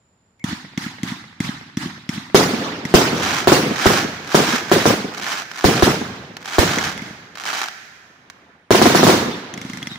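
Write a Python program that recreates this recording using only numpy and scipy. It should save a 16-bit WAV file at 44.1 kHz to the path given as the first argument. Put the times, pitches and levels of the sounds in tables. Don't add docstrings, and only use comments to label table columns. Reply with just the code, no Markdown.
import sys
import numpy as np
from scipy import signal
from scipy.io import wavfile
from scipy.ndimage import uniform_filter1d

SR = 44100
rng = np.random.default_rng(int(sys.argv[2]) if len(sys.argv) > 2 else 0)


def file_out(sig):
    cols = np.atleast_2d(sig).T
    lim = np.clip(cols, -1, 1)
    pcm = np.round(lim * 32767).astype(np.int16)
    wavfile.write(sys.argv[1], SR, pcm)


N = 440118
NONE = -120

# hz, density_db_per_hz
NIGHT_SPECTRUM = [(18, -35), (30, -15), (81, 8.5), (240, 1), (320, -4.5), (629, -6.5), (794, -7.5),
                  (1110, -10.5), (5730, -26.5), (7240, -50), (8040, -29.5), (15000, -43)]
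NIGHT_DB = -64.5
# hz, density_db_per_hz
INSECT_SPECTRUM = [(6500, -74), (6900, -18.5), (7100, -9.5), (7350, -17), (7800, -63)]
# start_s, length_s, pitch_hz, level_db
THIN_TONES = [(0.387, 0.061, 2190, -55), (1.473, 0.024, 3860, -44), (9.294, 0.081, 3557, -45.5),
              (9.884, 0.087, 3780, -45)]
# start_s, crack_db, thump_db
LAUNCHES = [(.3955, -53, -66), (0.441, -23.5, -20.5), (.776, -24, -21), (1.0322, -24, -21.5),
            (1.4032, -24.5, -19), (1.7708, -25.5, -19.5), (2.0911, -24, -22), (2.852, -25, -25.5),
            (6.785, -21, -34), (6.8385, -26, -49), (6.867, -42, -51), (6.893, -39, -54), (6.9202, -37, -52),
            (6.9774, -28.5, -39), (7.0201, -34, -30.5), (9.539, -29, -37), (9.5764, -30.5, -34),
            (9.615, -28.5, -36), (9.6486, -35, -29.5), (9.6978, -31, -30.5), (9.7337, -30, -36),
            (9.7726, -30.5, -38), (9.828, -28.5, -35), (9.871, -25.5, -34), (9.956, -43, -42)]
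# pitch_hz, level_db, t60_s
TUBE_MODES = [(1730, -4, 0.011), (2087, 1, 0.032), (2615, -8, 0.014), (3336, -5.5, 0.03), (5740, -7, 0.039),
              (6200, -5.5, 0.013), (7240, -10.5, 0.024), (9780, -24.5, 0.027)]
# hz, density_db_per_hz
MUZZLE_SPECTRUM = [(200, -13), (700, -8), (1500, -6.5), (4000, -11), (7000, -20), (10000, -19.5),
                   (16000, -29.5)]
# delay_s, level_db, right_lead_s, lowpass_hz
SMALL_FAR_WALL = [(0.208, -3.5, .0002, 1360)]
# delay_s, level_db, right_lead_s, lowpass_hz
WALLS_FROM_TUBES = [(.0865, -6.5, .0001, 3120), (.0905, -19, .0001, 500)]
# hz, density_db_per_hz
TUBE_SCATTER = [(30, -18.5), (90, -17), (160, 7.5), (300, -1), (400, -26), (520, -26.5), (800, -10),
                (1900, -8), (2600, -14), (3800, -12.5), (6200, -18), (9000, -27.5), (16000, -33)]
# delay_s, rise_s, level_db, t60_s (before air loss)
TREES_FROM_TUBES = [(0.0014, 0.0016, -2.5, 0.65), (0.026, 0.023, 1, 0.4), (.03, .04, -5, 1.4)]
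# start_s, blast_db, deep_swing_db, crackle_db
BURSTS = [(2.346, 8, NONE, -19.5), (2.9403, 11, -5.5, -18.5), (3.4732, -5, -28, -24.5),
          (3.52, -1.5, NONE, -19.5), (3.858, -6, -15, -25.5), (4.3458, -4.5, NONE, -24),
          (4.7159, -7, -64, -28), (4.856, -9.5, -33, -24), (5.643, -5, -13.5, -25.5),
          (5.8243, -6.5, -13.5, -22.5), (6.584, -5.5, -10, -24), (8.707, -5, -23, NONE),
          (8.7475, -7, NONE, NONE), (8.8165, -5, NONE, NONE), (8.857, -6, NONE, NONE),
          (8.949, -7.5, NONE, NONE), (9.031, -6.5, NONE, NONE), (9.068, -9, NONE, NONE),
          (9.088, -13.5, NONE, NONE), (9.096, -11, NONE, NONE)]
# delay_s, level_db, right_lead_s, lowpass_hz
NEARBY = [(.0015, -16.5, 0.00054, 7000), (.0028, -6, 0.00025, 1500), (.0054, -1.5, .0005, 1310),
          (.0079, -5, 0.00033, 1066)]
# delay_s, level_db, right_lead_s, lowpass_hz
WALLS_FROM_SKY = [(.046, -11.5, .0001, 920), (.082, -23, .0001, 600), (.189, -11.5, .0001, 233),
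                  (0.1932, -12, .0001, 230), (.485, -34, .0002, 300)]
# hz, density_db_per_hz
SKY_SCATTER = [(30, -45), (60, -27.5), (100, -30.5), (160, -2), (210, 12), (290, -2.5), (380, 0.5),
               (550, -6), (1150, -9), (1800, -12), (2600, -15.5), (6000, -17), (8500, -27), (13000, -28.5),
               (16000, -28)]
# delay_s, rise_s, level_db, t60_s (before air loss)
TREES_FROM_SKY = [(.002, 0.0048, 6, 0.46), (.01, 0.015, -9, 1.81), (1.099, .8, -25.5, 1.7)]
# hz, density_db_per_hz
RUMBLE_SPECTRUM = [(25, -33.5), (60, -9), (90, -14.5), (140, -3), (300, -22), (1000, -72.5)]
# delay_s, rise_s, level_db, t60_s (before air loss)
RUMBLE_TAIL = [(.002, 0.014, -2.2, 1.4)]
# hz, density_db_per_hz
STAR_SPECTRUM = [(88, -51), (150, -27), (244, -19.5), (308, -15.5), (428, -16), (520, -20.5), (708, -5),
                 (1110, -7.5), (1320, -3.5), (2450, -11), (3980, -13.5), (6470, -14.5), (8600, -27),
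                 (13800, -24), (15500, -23)]
# start_s, level_db
SNAPS = [(5.5148, -21.5), (5.5904, -20), (6.3683, -21.5), (6.4577, -18), (7.3544, -27), (7.3854, -38),
         (7.4107, -44), (7.6162, -13), (7.6847, -17.5), (8.3, -26)]
STAR_BURN_S, CRACKLE_SWELL_S, CRACKLE_HOLD_S, CRACKLE_STOP_S = 0.733, 0.16, 0.15, 0.095
# hz, density_db_per_hz
FAR_HISS_SPECTRUM = [(300, -3.5), (1100, -9.5), (1800, 1.5), (2800, -4.5), (6500, -2), (9000, -6), (16000, -1.5)]
# hz, density_db_per_hz
WHITE = [(20, 0), (16000, 0)]
# hz, loss_db_per_s
AIR_LOSS = [(60, 0.5), (250, 9.5), (600, 6.5), (1800, 3.5), (4000, 9), (7000, 30.5), (10000, 47),
            (16000, 46.5)]
# hz, correlation (no unit)
LIKENESS = [(50, 0.99), (250, 0.97), (500, 0.88), (1000, 0.17), (2000, 0), (16000, 0)]
# hz, left_minus_right_db
BALANCE = [(50, 1), (250, -1), (500, 1.5), (1000, -3.5), (2000, -4.5), (4000, -2), (8000, -0.5),
           (13000, 1.5)]
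# hz, gain_db
MICROPHONE = [(20, -1), (11000, 6.5), (13900, -1.5), (14700, 11.5), (15600, 5.5), (16000, -44.5)]
EDGE_HZ = 15900


def amp(db):
    return 10 ** (np.asarray(db) / 20)


def evened(x):
    return x / np.sqrt(np.mean(x ** 2) + 1e-20)


def read(points, hz):
    point_hz, value = np.transpose(points)
    return np.interp(np.log(hz + 1), np.log(point_hz + 1), value)


def add(mix, start_s, sound):
    part = mix[:, max(round(start_s * SR), 0):][:, :sound.shape[-1]]
    part += sound[..., :part.shape[1]]


def convolve(x, response):
    return signal.oaconvolve(np.atleast_2d(x), np.atleast_2d(response), axes=1)[:, :N]


def soften(x, hz, kind="low", order=2):
    sos = signal.butter(order, min(hz, SR / 2 - 1), kind, fs=SR, output="sos")
    return signal.sosfilt(sos, x)


def click(spectrum, size=2048):
    log_gain = np.log(amp(read(spectrum, abs(np.fft.fftfreq(size, 1 / SR)))))
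    return np.fft.ifft(np.exp(np.conj(signal.hilbert(log_gain)))).real[:size // 2]


def noise(spectrum, length, loss=0., patchy_db=0., size=512):
    hz, hop = np.fft.rfftfreq(size, 1 / SR), size // 4
    t = np.arange(length // hop + 5)[:, None] * hop / SR
    a, b, c, d, patches = rng.standard_normal((5, len(t), len(hz)), dtype=np.float32)
    patches = uniform_filter1d(patches, size=6, axis=0)
    patches = evened(uniform_filter1d(patches, size=8, axis=1))
    same = np.clip(read(LIKENESS, hz), -1, 1)
    lean = amp(read(BALANCE, hz) / 2)
    left = a + 1j * b
    right = same * left + np.sqrt(1 - same ** 2) * (c + 1j * d)
    bins = np.array([left * lean, right / lean])
    bins *= evened(amp(read(spectrum, hz)))
    bins *= amp(patchy_db * patches - loss * t * read(AIR_LOSS, hz))
    out = signal.istft(bins, nperseg=size, noverlap=size - hop, time_axis=-2, freq_axis=-1)[1]
    return out[:, :length] / np.sqrt(size)


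def scatter(spectrum, stands, patchy_db, lowest_hz=78):
    length_s = max(delay_s + rise_s + .8 * t60_s for delay_s, rise_s, _, t60_s in stands)
    t = np.arange(0, length_s, 1 / SR)
    power = np.zeros(len(t))
    for delay_s, rise_s, db, t60_s in stands:
        rise = np.clip((t - delay_s) / rise_s, 0, 1)
        fall_db = 60 * np.maximum(t - delay_s - rise_s, 0) / t60_s
        power += (rise * amp(db - fall_db)) ** 2
    return soften(noise(spectrum, len(t), 0.99, patchy_db) * np.sqrt(power), lowest_hz, "high", order=3)


def reflect(x, surfaces):
    out = np.zeros((2, x.shape[1] + SR // 2))
    add(out, 0, x)
    for delay_s, db, right_lead_s, lowpass_hz in surfaces:
        echo = amp(db) * soften(x, lowpass_hz)
        add(out[:1], delay_s + right_lead_s / 2, echo[0])
        add(out[1:], delay_s - right_lead_s / 2, echo[1])
    return out


def swing(t, hz, cross, centre, width):
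    turns = t * hz
    return np.sin(2 * np.pi * (turns - cross)) * np.exp(-((turns - centre) / width) ** 2 / 2)


def night(insects_db=-76, hush_s=1.2):
    air = evened(noise(NIGHT_SPECTRUM, N, size=2048))
    insects = evened(noise(INSECT_SPECTRUM, N, patchy_db=2, size=2048))
    fade = np.exp(-(np.arange(N) / SR / hush_s) ** 2)
    return amp(NIGHT_DB) * air + amp(insects_db) * insects * fade


def thin_tones(waver=0.031):
    out = np.zeros((2, N))
    for start_s, length_s, pitch_hz, db in THIN_TONES:
        size = round(length_s * SR)
        drift = evened(soften(rng.standard_normal((2, size)), 200))
        turns = np.cumsum(pitch_hz * (1 + waver * drift), axis=1) / SR
        add(out, start_s, amp(db) * evened(np.sin(2 * np.pi * turns) * np.hanning(size)))
    return out


def tube_ring(t, colour_db=4.0, detune_share=0.023):
    detune = 1 + detune_share * rng.standard_normal((len(TUBE_MODES), 2, 1))
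    colour = colour_db * rng.standard_normal(len(TUBE_MODES))
    ring = np.zeros((2, len(t)))
    for k, (hz, db, t60_s) in enumerate(TUBE_MODES):
        decay = amp(db + colour[k] - 60 * t / t60_s)
        ring += (-1) ** k * decay * np.sin(2 * np.pi * hz * detune[k] * t)
    return ring


def launches(ring_db=-3, jet_db=-4, jet_t60_s=0.016, thump_gain_db=9, thump_hz=212,
             trees_db=-5.5, trees_growth=1.19, crack_share=0.39, alike=0.4, full_db=-22):
    out, t = np.zeros((2, N)), np.arange(SR // 25) / SR
    usual = scatter(TUBE_SCATTER, TREES_FROM_TUBES, patchy_db=3.5)
    for start_s, crack_db, thump_db in LAUNCHES:
        jet = amp(jet_db - 60 * t / jet_t60_s) * evened(noise(MUZZLE_SPECTRUM, len(t)))
        crack = amp(ring_db) * tube_ring(t) + jet
        shot = reflect(amp(crack_db) * crack, SMALL_FAR_WALL)
        thump = swing(t, thump_hz, cross=0.6, centre=1.0, width=0.46)
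        add(shot, 0, amp(thump_db + thump_gain_db) * thump)
        add(out, start_s, reflect(shot, WALLS_FROM_TUBES))
        own = scatter(TUBE_SCATTER, TREES_FROM_TUBES, patchy_db=2.5)
        trees = alike * usual + np.sqrt(1 - alike ** 2) * own
        shot_db = crack_share * crack_db + (1 - crack_share) * thump_db
        add(out, start_s, amp(trees_db + full_db + trees_growth * (shot_db - full_db)) * trees)
    return out


def deep_swing(t, swing_hz=76, right_db=9.0, rumble_db=-7):
    out = amp(rumble_db) * scatter(RUMBLE_SPECTRUM, RUMBLE_TAIL, patchy_db=0)
    sides = amp([[-right_db], [right_db]])
    add(out, 0, swing(t, swing_hz, cross=.77, centre=.8, width=.42) * sides)
    return out


def bursts(push_s=0.00083, blast_gain_db=17.5, low_cut_hz=210, front_hz=3000,
           trees_db=-8.0, trees_growth=0.69, walls_growth=0.48):
    out, t = np.zeros((2, N)), np.arange(SR // 12) / SR
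    shock = soften((1 - t / push_s) * np.exp(-t / push_s), low_cut_hz, "high")
    shock = soften(shock, front_hz, order=1)
    deep = deep_swing(t)
    for start_s, blast_db, deep_db, _ in BURSTS:
        near = np.array(NEARBY)
        near[:, 0] *= 1 + .04 * rng.standard_normal(len(near))
        blast = reflect(amp(blast_db + blast_gain_db) * np.array([shock, shock]), near)
        walls = [(delay_s, wall_db + (walls_growth - 1) * blast_db, right_lead_s, lowpass_hz)
                 for delay_s, wall_db, right_lead_s, lowpass_hz in WALLS_FROM_SKY]
        add(out, start_s, reflect(blast, walls))
        add(out, start_s, amp(deep_db) * deep)
        trees = scatter(SKY_SCATTER, TREES_FROM_SKY, patchy_db=2.5)
        add(out, start_s, amp(trees_db + trees_growth * blast_db) * trees)
    return out


def crackle_level(curve=1.5):
    corners_s = np.cumsum([STAR_BURN_S, CRACKLE_SWELL_S, CRACKLE_HOLD_S, CRACKLE_STOP_S])
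    t, power = np.arange(N) / SR, np.zeros(N)
    for start_s, _, _, db in BURSTS:
        if db > NONE:
            swell = np.interp(t - start_s, corners_s, [0, 1, 1, 0]) ** curve
            power += (amp(db) * swell) ** 2
    return np.sqrt(power)


def foliage(direct_db=-10, smear_t60_s=0.027):
    t = np.arange(SR // 30) / SR
    close = noise(WHITE, len(t)) * amp(-60 * t / smear_t60_s)
    path = close / np.linalg.norm(close[0]) / 2
    path[:, 0] += amp(direct_db)
    return path


def far_hiss(trees_db=-14.0, trees_t60_s=1.63, air_share=0.17):
    t = np.arange(2 * SR) / SR
    far = noise(FAR_HISS_SPECTRUM, len(t), air_share) * amp(-60 * t / trees_t60_s)
    return amp(trees_db) * far / np.linalg.norm(far[0])


def stars(per_s=1700, cloud_db=0, size_spread_db=3.5, snap_gain_db=18, top_hz=8000, paths=12):
    level = crackle_level()
    density = level / level.max()
    at = np.flatnonzero(rng.random(N) < per_s * density / SR)
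    sizes = evened(amp(size_spread_db * np.minimum(rng.exponential(1, N)[at], 3)))
    sizes *= amp(cloud_db) * level[at] * np.sqrt(SR / (per_s * density[at]))
    at = np.r_[at, [round(start_s * SR) for start_s, _ in SNAPS]]
    sizes = np.r_[sizes, [amp(db + snap_gain_db) for _, db in SNAPS]]
    part = rng.integers(0, paths, N)[at]
    out = convolve(np.bincount(at, sizes, N), far_hiss())
    for k in range(paths):
        out += convolve(np.bincount(at, sizes * (part == k), N), foliage())
    pop = click(STAR_SPECTRUM)
    pop = soften(pop / np.linalg.norm(pop), top_hz, order=1)
    return reflect(convolve(out, pop), NEARBY[:1])[:, :N]


def scene(stars_right_db=0.34):
    crackle = stars() * amp([[-stars_right_db], [stars_right_db]])
    return night() + thin_tones() + launches() + bursts() + crackle


def record(dry, limit_db=-9, squeeze=0.51, recover_db_per_s=75, attack_hz=35, grit_low_hz=130):
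    x = convolve(dry, click(MICROPHONE))
    power_db = 10 * np.log10(abs(soften((x ** 2).mean(0), attack_hz, order=1)) + 1e-12)
    fall_db = np.arange(N) / SR * recover_db_per_s
    held_db = np.maximum.accumulate(power_db + fall_db) - fall_db
    over_db = np.maximum(held_db - limit_db, 0)
    x = x / amp(squeeze * soften(over_db, attack_hz, order=1))
    grit = x / (1 + x ** 6) ** (1 / 6) - x
    x = np.clip(x + soften(grit, grit_low_hz, "high"), -1, 1)
    band = signal.firwin(301, EDGE_HZ, window=("kaiser", 8), fs=SR)
    return signal.oaconvolve(x, band[None], "same")


dry = scene()
out = record(dry)
file_out(out)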